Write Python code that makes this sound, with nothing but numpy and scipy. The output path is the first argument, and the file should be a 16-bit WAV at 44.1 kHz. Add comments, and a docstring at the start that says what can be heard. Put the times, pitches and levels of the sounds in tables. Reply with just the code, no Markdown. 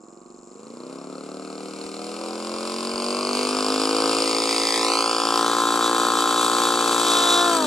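"""A four-stroke single with a three-blade propeller revs up on a model aircraft held on a frozen lake,
holds full throttle and is cut. Its exhaust note is a sum of multiples of the firing rate; the valve crack
and blade tip snaps are clicks through resonances; prop wash and roar are noise pulsing with the engine.
All of it reaches a hand-held camera directly and off the ice. Behind it the camera's small motor buzzes,
its body takes a few soft bumps and a light wind brushes its ports."""
import sys
import numpy as np
from scipy import signal
from scipy.fft import rfft, irfft
from scipy.io import wavfile
from scipy.ndimage import uniform_filter1d, map_coordinates

SR = 44100
rng = np.random.default_rng(int(sys.argv[2]) if len(sys.argv) > 2 else 0)


def to_wav(s):
    """Save 16-bit WAV."""
    ch = np.atleast_2d(s).T  # columns
    pcm = np.round(np.clip(ch, -1, 1) * 32767)  # PCM
    wavfile.write(sys.argv[1], SR, pcm.astype(np.int16))


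N = 338026

# throttle curve before the shutdown: (t/s, firing rate f/Hz)
ENGINE_SPEED = [(0, 21.3), (.15, 22.65), (.3, 23.46), (.48, 23.3), (.6, 26.7), (.92, 33.62), (1.09, 35.91),
                (1.26, 37.19), (1.45, 38.05), (1.92, 39.04), (2.2, 41.64), (2.41, 43.1), (3.07, 47.61),
                (3.39, 50.24), (4.03, 54.54), (4.24, 55.29), (4.8, 56.49), (5.18, 56.85), (5.67, 57.88),
                (6.2, 58.08), (7.0, 58.1), (7.4, 58.25)]
SHUT_S, SLOWING_HZ_PER_S2, FULL_RATE_HZ = 7.415, 146, 58


def speed():
    """Firings per second; once the throttle shuts the speed falls ever faster."""
    since_shut = np.maximum(np.arange(N) / SR - SHUT_S, 0)
    return in_time(ENGINE_SPEED)[0] - SLOWING_HZ_PER_S2 * since_shut ** 2


def at_speed(law):
    """Level in dB that grows with engine speed, from (level/dB at full rate, dB per dB of speed)."""
    full_db, slope = law
    return full_db + slope * 20 * np.log10(speed() / FULL_RATE_HZ)


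# what reaches the camera: (t/s, level change/dB, upper part of the exhaust note level/dB,
# treble level change/dB)
REACH = [(0, 1, -6, 4.5), (.5, 0, -11, 6.5), (.8, 1.5, -10.5, 2), (1.2, -0.5, -4, -3), (1.9, -1, -3.5, 3),
         (2.4, 0.5, -3.5, 1), (2.8, 1, -4, 3.5), (3.3, 2.5, -2.5, 3.5), (4.05, 3.5, -2.5, 2),
         (4.25, 0.5, -4, 1.6), (4.72, -2.5, 3.5, 3), (4.85, 0.5, 4, 1.5), (5.15, -1, 2.5, -1),
         (5.4, 3, 6, -0.5), (5.9, 3.5, 5.5, -1), (6.5, 3, 6.5, 1.5), (7.0, 3, 4, 2), (7.4, 4.5, 4, 0.5),
         (7.67, 7, -3.5, 5)]
# the upper part sets in between these: (f/Hz)
UPPER_HZ = [664, 746]
# colour of the exhaust pipe, through which the multiples glide: (f/Hz, level/dB)
PIPE_COLOUR = [(40, -39), (105, -10), (118, -11), (160, -6.5), (200, 2.5), (265, 8), (300, 0.5), (345, 1.5),
               (410, -2), (480, 0.5), (530, -7), (590, -9.5), (650, -12.5), (740, -10.5), (820, -12),
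               (900, -16), (970, -6.5), (1040, 1.5), (1110, 0), (1200, -1.5), (1300, -0.5), (1400, -7.5),
               (1500, -6.5), (1620, -11), (1800, -84), (2000, -31.5)]
# shape of one firing: (multiple of the firing rate, level/dB)
FIRING_SHAPE = [(1, -15), (2, -5), (3, -4), (4, -3), (5, 8.5), (6, 10.5), (7, 7.5), (8, 9.5), (9, 12.5),
                (10, 10.5), (11, 5.5), (12, 3), (13, 12), (14, 11.5), (15, 12), (16, 8), (17, 5), (18, 7),
                (19, 1), (20, 3), (21, -10), (22, 4), (23, 5.5), (24, 3.5), (25, 3), (26, -9), (27, -7.5),
                (28, 6.5), (29, -2.5), (30, 4)]
# change of that shape: (multiple, level/dB at idle, level/dB at low throttle, level/dB at part throttle)
PART_LOAD = [(3.04, 3, -2.5, -2.5), (4, 5, 12.5, 6.5), (5.01, -8, 0, -2.5), (6, -9, -9, -11.5),
             (7.02, 5, 4, 4), (8, 3, 3.5, 1), (8.94, -5, -4, -3), (10.03, -6, -5.5, -7), (11.2, 3, 2.5, -3),
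             (12, 4, 13, 13.5), (13, -6, -7.5, 0), (14, 3, 3.5, 3), (14.95, 0, -5.5, -5),
             (16.2, 4, -3, -5.5), (17.13, 3, 6, 8.5), (18, 2, 6, 6.5), (19, 6, 11.5, 4), (20, -2, 6, 7),
             (20.8, 9, 13, 16), (22, 7, 0, 3.5), (23.8, 0, -7, -1), (26.1, 2, -3, 6), (27, 3, -1, -3),
             (28, -1, -13, -1), (29, 3, -5, 5), (30, -10, -5, -2)]
# idle ends over 1-2, low gives way to part over 3-4, part to full over 5-6: (firing rate f/Hz)
PART_LOAD_RATES = [24, 28, 39, 42, 47, 54]
# the firing weakens as the throttle shuts: (t/s, level/dB)
POPS_FADE = [(7.38, -1), (7.5, -2)]
# blade passes in the note, before their rise: (multiple, level/dB)
BLADE_NOTE = [(6, 13), (12, 15.5), (18, 15.5), (24, 12.5), (30, 1.5)]
# the blade passes come forward: (t/s, level/dB)
BLADES_RISE = [(4.0, -27), (7.03, -16), (7.12, -9), (7.4, -2.5)]


def note_db(at):
    """Level of each multiple at the given samples: firing shape through the pipe, plus blade passes."""
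    rate, order = speed()[at, None], np.arange(1, 43)
    log_hz = np.log(rate * order)
    pipe_hz, pipe_db = np.transpose(PIPE_COLOUR)
    pops = np.interp(log_hz, np.log(pipe_hz), pipe_db)
    pops = pops + np.interp(log_hz, np.log(UPPER_HZ), [0, 1]) * in_time(REACH)[1][at, None]
    pops = pops + np.interp(order, *np.transpose(FIRING_SHAPE))
    multiple, *changes = np.transpose(PART_LOAD)
    shares = ([1, 0, 0, 0, 0, 0], [0, 1, 1, 0, 0, 0], [0, 0, 0, 1, 1, 0])   # idle, low, part
    for change, share in zip(changes, shares):
        shape_change = np.interp(order, multiple, change, left=0, right=0)
        pops = pops + np.interp(rate, PART_LOAD_RATES, share) * shape_change
    power = amp(pops + in_time(POPS_FADE)[0][at, None]) ** 2
    for k, db in BLADE_NOTE:
        power[:, round(k) - 1] += amp(db + in_time(BLADES_RISE)[0][at]) ** 2
    return 10 * np.log10(power)


# the later pops fade with speed: (firing rate f/Hz, strength 0-1)
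LATER_POPS = [(22, .7), (36, .65), (47, .5), (54, 0)]
# they are dull and die out between these: (f/Hz)
LATER_POPS_HZ = [550, 900]
# weaker pops follow each firing: (delay as share of the cycle, share of their strength)
AFTER_POPS = [(.2, .55), (.39, 1)]


def later_pops(at, count):
    """Complex gain that delayed, duller copies of each pop put on every multiple."""
    rate, order = speed()[at, None], np.arange(1, count + 1)
    share = np.interp(rate, *np.transpose(LATER_POPS)) * np.interp(rate * order, LATER_POPS_HZ, [1, 0])
    return 1 + share * sum(part * np.exp(-2j * np.pi * turn * order) for turn, part in AFTER_POPS)


# exhaust level law: (level/dB at full rate, dB per dB of speed)
TONE_LAW = (-25.5, 2.74)
# pops ring into the next between these, so the low multiples shift more: (firing rate f/Hz)
SCATTER_RATES = [30, 52]
SCATTER_RAD, SCATTER_HZ, SCATTER_TOP_ORDER = 1.3, .25, 13   # echoes in the pipe slowly shift these
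# slow pops come early: (firing rate f/Hz, share of the cycle)
IDLE_LEAD = [(24, .07), (34, 0)]
# the extra waver of the upper multiples ends between these: (firing rate f/Hz)
UNEVEN_RATES = [44, 53]
UNEVEN_DB, UNEVEN_FROM_ORDER = 1.8, 9
WAVER_DB, WAVER_HZ, SLIP_RAD = 1.0, 7.0, .12   # no two pops alike
RING_SHARE = .35   # share of the minimum phase of each note
BASS_LAG_RAD, IDLE_LAG_SHARE = 6.9, .45   # slow pops leave the pipe more at once
SWELL_SLIP_RAD = 1.1   # extra slip in the swell blurs the pops, not the blade passes


def exhaust_note(turns):
    """Multiples of the firing rate, phased so that each pop starts hard and rings on."""
    now, out = np.arange(N), np.zeros(N)
    at = now[::1024]
    rate, db = speed()[at], note_db(at)
    count = db.shape[1]
    mirrored = np.c_[db[:, :1], db, db[:, -1:], db[:, ::-1]]
    log_gain = RING_SHARE * np.log(amp(mirrored))
    phase = -np.imag(signal.hilbert(log_gain, axis=1))[:, 1:count + 1] - np.pi / 2
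    multiple = np.arange(1, count + 1)
    overlap = np.interp(rate, SCATTER_RATES, [0, 1])
    # low multiples leave the pipe later
    lag = BASS_LAG_RAD * (IDLE_LAG_SHARE + (1 - IDLE_LAG_SHARE) * overlap[:, None])
    phase = phase - lag * (np.log(multiple / 20) - multiple / 20 + 1)
    phase = phase + 2 * np.pi * multiple * np.interp(rate, *np.transpose(IDLE_LEAD))[:, None]
    later = later_pops(at, count)
    phase, db = phase + np.angle(later), db + 20 * np.log10(np.abs(later))
    blur = SWELL_SLIP_RAD * swell()[at]
    uneven = np.interp(rate, UNEVEN_RATES, [UNEVEN_DB, 0])
    for k in range(count):
        wander = SCATTER_RAD * drift(SCATTER_HZ)[at] * (k < SCATTER_TOP_ORDER) * overlap
        waver = (WAVER_DB + uneven * (k >= UNEVEN_FROM_ORDER)) * drift(WAVER_HZ)[at]
        slip = (SLIP_RAD + blur * (k % 6 != 5)) * drift(WAVER_HZ)[at]
        level = np.interp(now, at, amp(db[:, k] + waver))
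        shift = np.interp(now, at, phase[:, k] + slip + wander)
        out += level * np.cos(2 * np.pi * (k + 1) * turns + shift)
    return amp(at_speed(TONE_LAW) + in_time(REACH)[0]) * evened(out)


# crack level law: (level/dB at full rate, dB per dB of speed)
CRACK_LAW = (-23, 5.6)
# valve crack resonances: (f/Hz, width/Hz, level/dB)
CRACK_MODES = [(1204, 450, 3), (4640, 680, 12), (5320, 400, 3), (8800, 1500, -4), (4310, 340, 4),
               (2900, 1200, -12)]
# the crack turns away: (t/s, level/dB)
CRACK_FADE = [(5.4, -7), (5.5, -17), (7.0, -21)]
# change of each resonance at low speed: (level/dB)
CRACK_SLOW_DB = [7, -11, 5, -2, 11, 4]
# that change goes between these: (firing rate f/Hz)
CRACK_SLOW_RATES = [38, 45]
CRACK_LEAD = .04   # crack and flare of air precede the pop by this share of a cycle


def valve_crack(turns):
    """Each firing strikes every steep resonance with its own strength; a puff of gas escapes with it."""
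    out, slow = 0, np.interp(speed(), CRACK_SLOW_RATES, [1, 0])
    for k, (hz, width, db) in enumerate(CRACK_MODES):
        slow_db = slow * (CRACK_SLOW_DB[k] + 2.5 * drift(15.0))
        pops = clicks(turns + CRACK_LEAD, spread_db=1.2) * amp(slow_db)
        puff = decay(pops, 0.00088) * rng.standard_normal(N)
        struck = resonate(pops + 0.012 * puff, [(hz, width, db)])
        out = out + (-1) ** k * resonate(struck, [(hz, width, 0)])   # twice through: steeper
    level_db = at_speed(CRACK_LAW) + in_time(REACH)[2] + in_time(CRACK_FADE)[0]
    return amp(level_db) * evened(out)


# tip snap level law: (level/dB at full rate, dB per dB of speed)
SNAP_LAW = (-33.3, 11)
# tip snap resonances: (f/Hz, width/Hz, level/dB)
SNAP_MODES = [(3490, 240, 5.5), (3900, 200, 5.5), (5600, 1200, -6), (6900, 2100, -9)]
SNAP_WAVER_DB, SWELL_SNAP_DB = 2.5, 11   # snaps come and go, and lift in the swell
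SNAP_AWAY_DB = -8   # they are partly hidden until the wash turns


def tip_snaps(passes):
    """Blade passes click through resonances; tip vortices make them a little early or late."""
    hits = clicks(passes + 0.006 * drift(130.0), spread_db=1.5)
    level_db = np.maximum.accumulate(at_speed(SNAP_LAW))   # holds its peak when the engine slows
    level_db = level_db + SNAP_WAVER_DB * drift(9.0) * (1 - swell() / 2)
    level_db = level_db + SWELL_SNAP_DB * swell() + SNAP_AWAY_DB * (1 - wash_turn())
    return amp(level_db) * evened(resonate(hits, SNAP_MODES))


SWELL_S, SWELL_ATTACK_S, SWELL_HOLD_S, SWELL_RELEASE_S = 7.04, .04, .29, .14


def swell():
    """0 to 1 and back: the treble swell around the throttle shutting."""
    corners = SWELL_S + np.cumsum([0, SWELL_ATTACK_S, SWELL_HOLD_S, SWELL_RELEASE_S])
    return np.interp(np.arange(N) / SR, corners, [0, 1, 1, 0])


# as the camera turns, the wash changes colour between these: (t/s)
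WASH_TURNS_S = [5.21, 5.63]


def wash_turn():
    """0 before the camera turns, 1 after."""
    return np.interp(np.arange(N) / SR, WASH_TURNS_S, [0, 1])


# wash level law: (level/dB at full rate, dB per dB of speed)
WASH_LAW = (-28.5, 5.62)
# wash colour before the camera turns: (f/Hz, relative level/dB per Hz)
WASH_BEFORE_TURN = [(1060, -33), (1800, -0.5), (2530, 1), (3180, -2.5), (4050, 1.5), (4890, 2.5), (6020, -5),
                    (6830, -3.5), (9030, -2.5), (12300, -20.5), (13400, -28), (15500, -46)]
# wash colour after the camera turns: (f/Hz, relative level/dB per Hz)
WASH_AFTER_TURN = [(1060, -21), (1800, -16), (2230, -9.5), (2650, 2), (2850, -10), (3090, 5.5), (3730, 0.5),
                   (4050, 2.5), (4300, -11.5), (4570, 7), (4800, -8.5), (5050, -20), (5300, -3), (6100, -2),
                   (6900, -2.5), (8320, 1.5), (9530, -9.5), (12200, -11), (13500, -25), (15500, -91)]
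SWELL_WASH_DB = 1.5


def prop_wash(turns, passes):
    """Stirred air: treble noise flaring with every firing and every blade pass."""
    full = wash_turn()
    hiss = np.sqrt(1 - full) * noise(WASH_BEFORE_TURN) + np.sqrt(full) * noise(WASH_AFTER_TURN)
    level_db = at_speed(WASH_LAW) + in_time(REACH)[2] + SWELL_WASH_DB * swell() + 0.95 * drift(15.0)
    flares = gate(turns + CRACK_LEAD, depth=0.55, fall=4.5) * gate(passes, depth=0.35, fall=6.0)
    return amp(level_db) * hiss * flares


# roar level law: (level/dB at full rate, dB per dB of speed)
ROAR_LAW = (-38, 3.0)
# roar colour: (f/Hz, relative level/dB per Hz)
ROAR_COLOUR = [(35, -66), (60, -35), (167, -15.5), (277, -6.5), (459, -4.5), (629, -10.5), (1010, -9),
               (1260, -6.5), (1810, -12), (2600, -59), (3380, -48), (5720, -120)]


def roar(turns):
    """Broad low and middle noise that pulses slightly with each firing."""
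    level_db = at_speed(ROAR_LAW) + in_time(REACH)[0] + 1.0 * drift(14.0)
    return amp(level_db) * gate(turns, depth=0.059, fall=0.76) * noise(ROAR_COLOUR)


def aircraft():
    """Exhaust, valve, propeller and the air they stir, all locked to one engine phase."""
    turns = .13 + np.cumsum(speed()) / SR
    passes = 6 * turns + .3   # three blades, two revolutions a firing
    struck = exhaust_note(turns) + valve_crack(turns) + tip_snaps(passes)
    return struck + roar(turns) + prop_wash(turns, passes)


# echo off the ice as the camera sways: (t/s, first notch f/Hz, strength left 0-1, strength right 0-1)
ICE_ECHO = [(0, 2050, .4, .15), (2.0, 2050, .6, .2), (2.75, 2080, .65, .3), (3.0, 1960, .65, .5),
            (3.3, 1900, .65, .5), (3.42, 1920, .65, .5), (3.52, 2080, .65, .55), (4.1, 2070, .65, .5),
            (4.25, 1970, .6, .45), (4.45, 1950, .55, .4), (4.7, 1950, .3, .2), (4.78, 1950, 0, 0)]
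# a later echo, stronger on the right at first, sweeps upward as the camera dips:
# (t/s, first notch f/Hz, strength left 0-1, strength right 0-1)
ICE_SWEEP = [(0, 1650, .45, .6), (1.9, 1650, .5, .65), (2.5, 1650, .2, .6), (3.0, 1640, .15, .35),
             (4.1, 1640, .15, .35), (4.35, 1540, .4, .45), (4.6, 1480, .45, .5), (4.74, 1410, .7, .7),
             (4.8, 1490, .75, .75), (4.88, 1670, .8, .8), (4.95, 1800, .85, .85), (5.1, 2000, .85, .85),
             (5.35, 2110, .55, .55), (5.43, 2300, .3, .3), (5.55, 3050, .3, .3)]
# the echoes lack deep bass, and snow on the ice swallows their top: (f/Hz)
ECHO_BAND_HZ = [200, 8500]
RIGHT_NOTCH = .975   # the right port hears the echo a little later
FIRST_ECHO = .18   # share of the strength; an inverted echo twice as late has all of it


def over_ice(x):
    """Direct sound plus short echoes whose lag follows the camera's height."""
    out, now = x.copy(), np.arange(N)
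    dull = signal.sosfiltfilt(signal.butter(1, ECHO_BAND_HZ, "band", fs=SR, output="sos"), x)
    echoes = ((ICE_ECHO, 1, FIRST_ECHO), (ICE_ECHO, 2, -1), (ICE_SWEEP, 2, -1))
    for c, scale in enumerate((1, RIGHT_NOTCH)):
        smooth = signal.cspline1d(dull[c])
        for table, half_cycles, share in echoes:
            notch_hz, *strength = in_time(table)
            lag = half_cycles * SR / (2 * notch_hz * scale)   # samples
            late = map_coordinates(smooth, [now - lag], order=3, prefilter=False)
            out[c] += share * strength[c] * late
    return out


# port balance: (f/Hz, left over right level/dB)
PORT_BALANCE = [(60, -3), (110, 0), (200, -.5), (380, 1), (700, 0), (1290, 1.5), (2380, 2), (4400, -1),
                (8120, 5), (11000, -1), (15000, 0)]
# port phase: (f/Hz, radians by which left leads)
PORT_LEAD = [(0, 0.3), (1500, 0.37), (2600, -1.13), (3900, 0.99), (4800, 0.74), (6200, -0.72),
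             (8500, -0.82), (15000, -0.81)]
# middle band swing, before 3 dB is taken off: (t/s, left over right level/dB)
CAMERA_SWING = [(0, -7), (.5, -2), (1, 5), (2.4, 3.5), (4.1, 4.5), (4.85, 1.5), (5.4, 4.5), (7.67, 6)]


def ports(x):
    """Two ports colour and delay the sound differently; the middle band swings as the camera turns."""
    tilt = amp(at_bins(PORT_BALANCE, size=2 * N) / 2) * np.exp(.5j * at_bins(PORT_LEAD, size=2 * N))
    x = irfft(rfft(x, 2 * N) * [tilt, 1 / tilt], 2 * N)[:, :N]
    middle = signal.sosfiltfilt(signal.butter(1, [550, 1600], "band", fs=SR, output="sos"), x)
    swing = amp((in_time(CAMERA_SWING)[0] - 3.0) / 2)
    return x + middle * (np.array([swing, 1 / swing]) - 1)


# motor buzz, before the 3 dB left-right offsets: (t/s, level/dB)
MOTOR_LEVEL = [(0, -58), (.25, -61.5), (.42, -55.5), (1, -56.5), (2, -51), (7.67, -54)]
# body resonances, passed twice: (f/Hz, width/Hz, level/dB per pass)
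MOTOR_RING = [(7270, 1030, 28), (5150, 190, 23)]
# the steps also hum in the shell, passed twice: (f/Hz, width/Hz, level/dB per pass)
MOTOR_HUM = [(677, 190, -3), (1160, 150, -2)]
STEPS_HZ, HUM_DB = 100.5, -59   # hum before its 5 dB left-right offsets


def camera_motor():
    """Slightly uneven motor steps, each with a grain of noise, ring in the body and hum in the shell."""
    steps = clicks(.45 + np.cumsum(STEPS_HZ * (1 + 0.0021 * drift(0.91))) / SR, spread_db=1.0)
    burst = decay(steps, 0.009) * rng.standard_normal(N)
    buzz = rms_one(resonate(resonate(steps + 0.034 * burst, MOTOR_RING), MOTOR_RING))
    hum = rms_one(resonate(resonate(steps, MOTOR_HUM), MOTOR_HUM))
    return amp(in_time(MOTOR_LEVEL)[0]) * buzz * amp([[3], [-3]]) + amp(HUM_DB) * hum * amp([[-5], [5]])


# soft bumps on the camera body: (t/s, 8 ms before the peak, peak level/dB)
BODY_BUMPS = [(0.559, -68), (1.849, -51), (2.539, -51), (2.939, -45)]


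def body_bumps():
    """Each bump is one smooth pressure pulse with a dip on either side."""
    bumps, t = np.zeros(N), np.arange(N) / SR
    for s, db in BODY_BUMPS:
        u = (t - s - .008) / 0.0031
        bumps += amp(db) * (1 - u * u) * np.exp(-u * u / 2)
    return bumps


# light wind on the ports: (f/Hz, relative level/dB per Hz)
WIND_COLOUR = [(12, -20), (25, -8), (60, -5), (110, -19), (170, -1), (290, -60)]
# the wind picks up: (t/s, level change/dB)
WIND_GUST = [(0, -7), (1.3, -6), (2.9, -3), (3.3, 8), (4.9, 4), (5.5, 0), (7.67, 0)]


def wind():
    """Low noise from turbulence at the ports, rising and falling at random."""
    return amp(-70.5 + in_time(WIND_GUST)[0] + 3.0 * drift(4.0)) * noise(WIND_COLOUR)


# left-right likeness of the noises: (f/Hz, likeness 0-1)
LIKENESS = [(60, .7), (300, .9), (1400, .92), (3000, .8), (7000, .75), (15000, .7)]


def noise(spectrum):
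    """Stereo noise of rms 1 whose sides share a part that varies with frequency."""
    mid, side = rfft(rng.standard_normal((2, N)))
    alike = np.clip(at_bins(LIKENESS), 0, 1)
    pair = np.sqrt(1 + alike) * mid + np.sqrt(1 - alike) * side * [[1], [-1]]
    return rms_one(irfft(pair * amp(at_bins(spectrum)), N))


def gate(turns, depth, fall):
    """Turbulence flares at each turn and dies until the next."""
    return rms_one(1 - depth + depth * np.exp(-fall * (turns % 1)))


def clicks(turns, spread_db):
    """One click per turn, split between two samples to keep its exact time, each of its own strength."""
    count = np.arange(np.ceil(turns[0]), turns[-1])
    at = np.interp(count, turns, np.arange(N))
    size, left = amp(spread_db * rng.standard_normal(len(at))), at.astype(int)
    out = np.zeros(N + 1)
    out[left] += size * (1 - at + left)
    out[left + 1] += size * (at - left)
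    return out[:N] + 1e-18


def decay(x, seconds):
    """Every click dies away exponentially with this time constant."""
    return signal.lfilter([1], [1, -np.exp(-1 / (seconds * SR))], x)


def resonate(x, modes):
    """Parallel resonances with alternating signs."""
    out = 0
    for k, (hz, width, db) in enumerate(modes):
        r = np.exp(-np.pi * width / SR)
        poles = [1, -2 * r * np.cos(2 * np.pi * hz / SR), r * r]
        out = out + (-1) ** k * amp(db) * signal.lfilter([1 - r * r, 0, r * r - 1], poles, x)
    return out


def drift(rate_hz):
    """Smoothed random wander of rms 1, computed every 32 samples."""
    r = np.exp(-64 * np.pi * rate_hz / SR)
    slow = signal.lfilter([1], [1, -2 * r, r * r], rng.standard_normal(N // 32 + 2002))[2000:]
    return np.interp(np.arange(N) / 32, np.arange(len(slow)), rms_one(slow))


def evened(x):
    """Level held at rms 1 over a quarter second."""
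    return x / np.sqrt(uniform_filter1d(x ** 2, size=SR // 4) + 1e-20)


def rms_one(x):
    """Scale to rms 1."""
    return x / np.sqrt(np.mean(x ** 2) + 1e-20)


def amp(db):
    """dB to gain."""
    return 10 ** (np.asarray(db) / 20)


def in_time(rows):
    """Columns of a curve table at every sample."""
    s, *columns = np.transpose(rows)
    return [np.interp(np.arange(N) / SR, s, c) for c in columns]


def at_bins(points, size=N):
    """A spectrum table at every FFT bin, interpolated over log frequency."""
    hz, value = np.transpose(points)
    return np.interp(np.log(np.fft.rfftfreq(size, 1 / SR) + 1), np.log(hz + 1), value)


def scene():
    """The aircraft across the ice with its bass thinned, and the camera in the hand."""
    low_cut = signal.butter(3, 85, "high", fs=SR, output="sos")
    heard = ports(signal.sosfilt(low_cut, over_ice(aircraft())))
    return heard + camera_motor() + body_bumps() + wind()


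def record(dry):
    """A steep low-pass removes the top above 15.6 kHz."""
    return signal.sosfilt(signal.cheby2(12, 70, 15600, fs=SR, output="sos"), dry)


dry = scene()
out = record(dry)
to_wav(out)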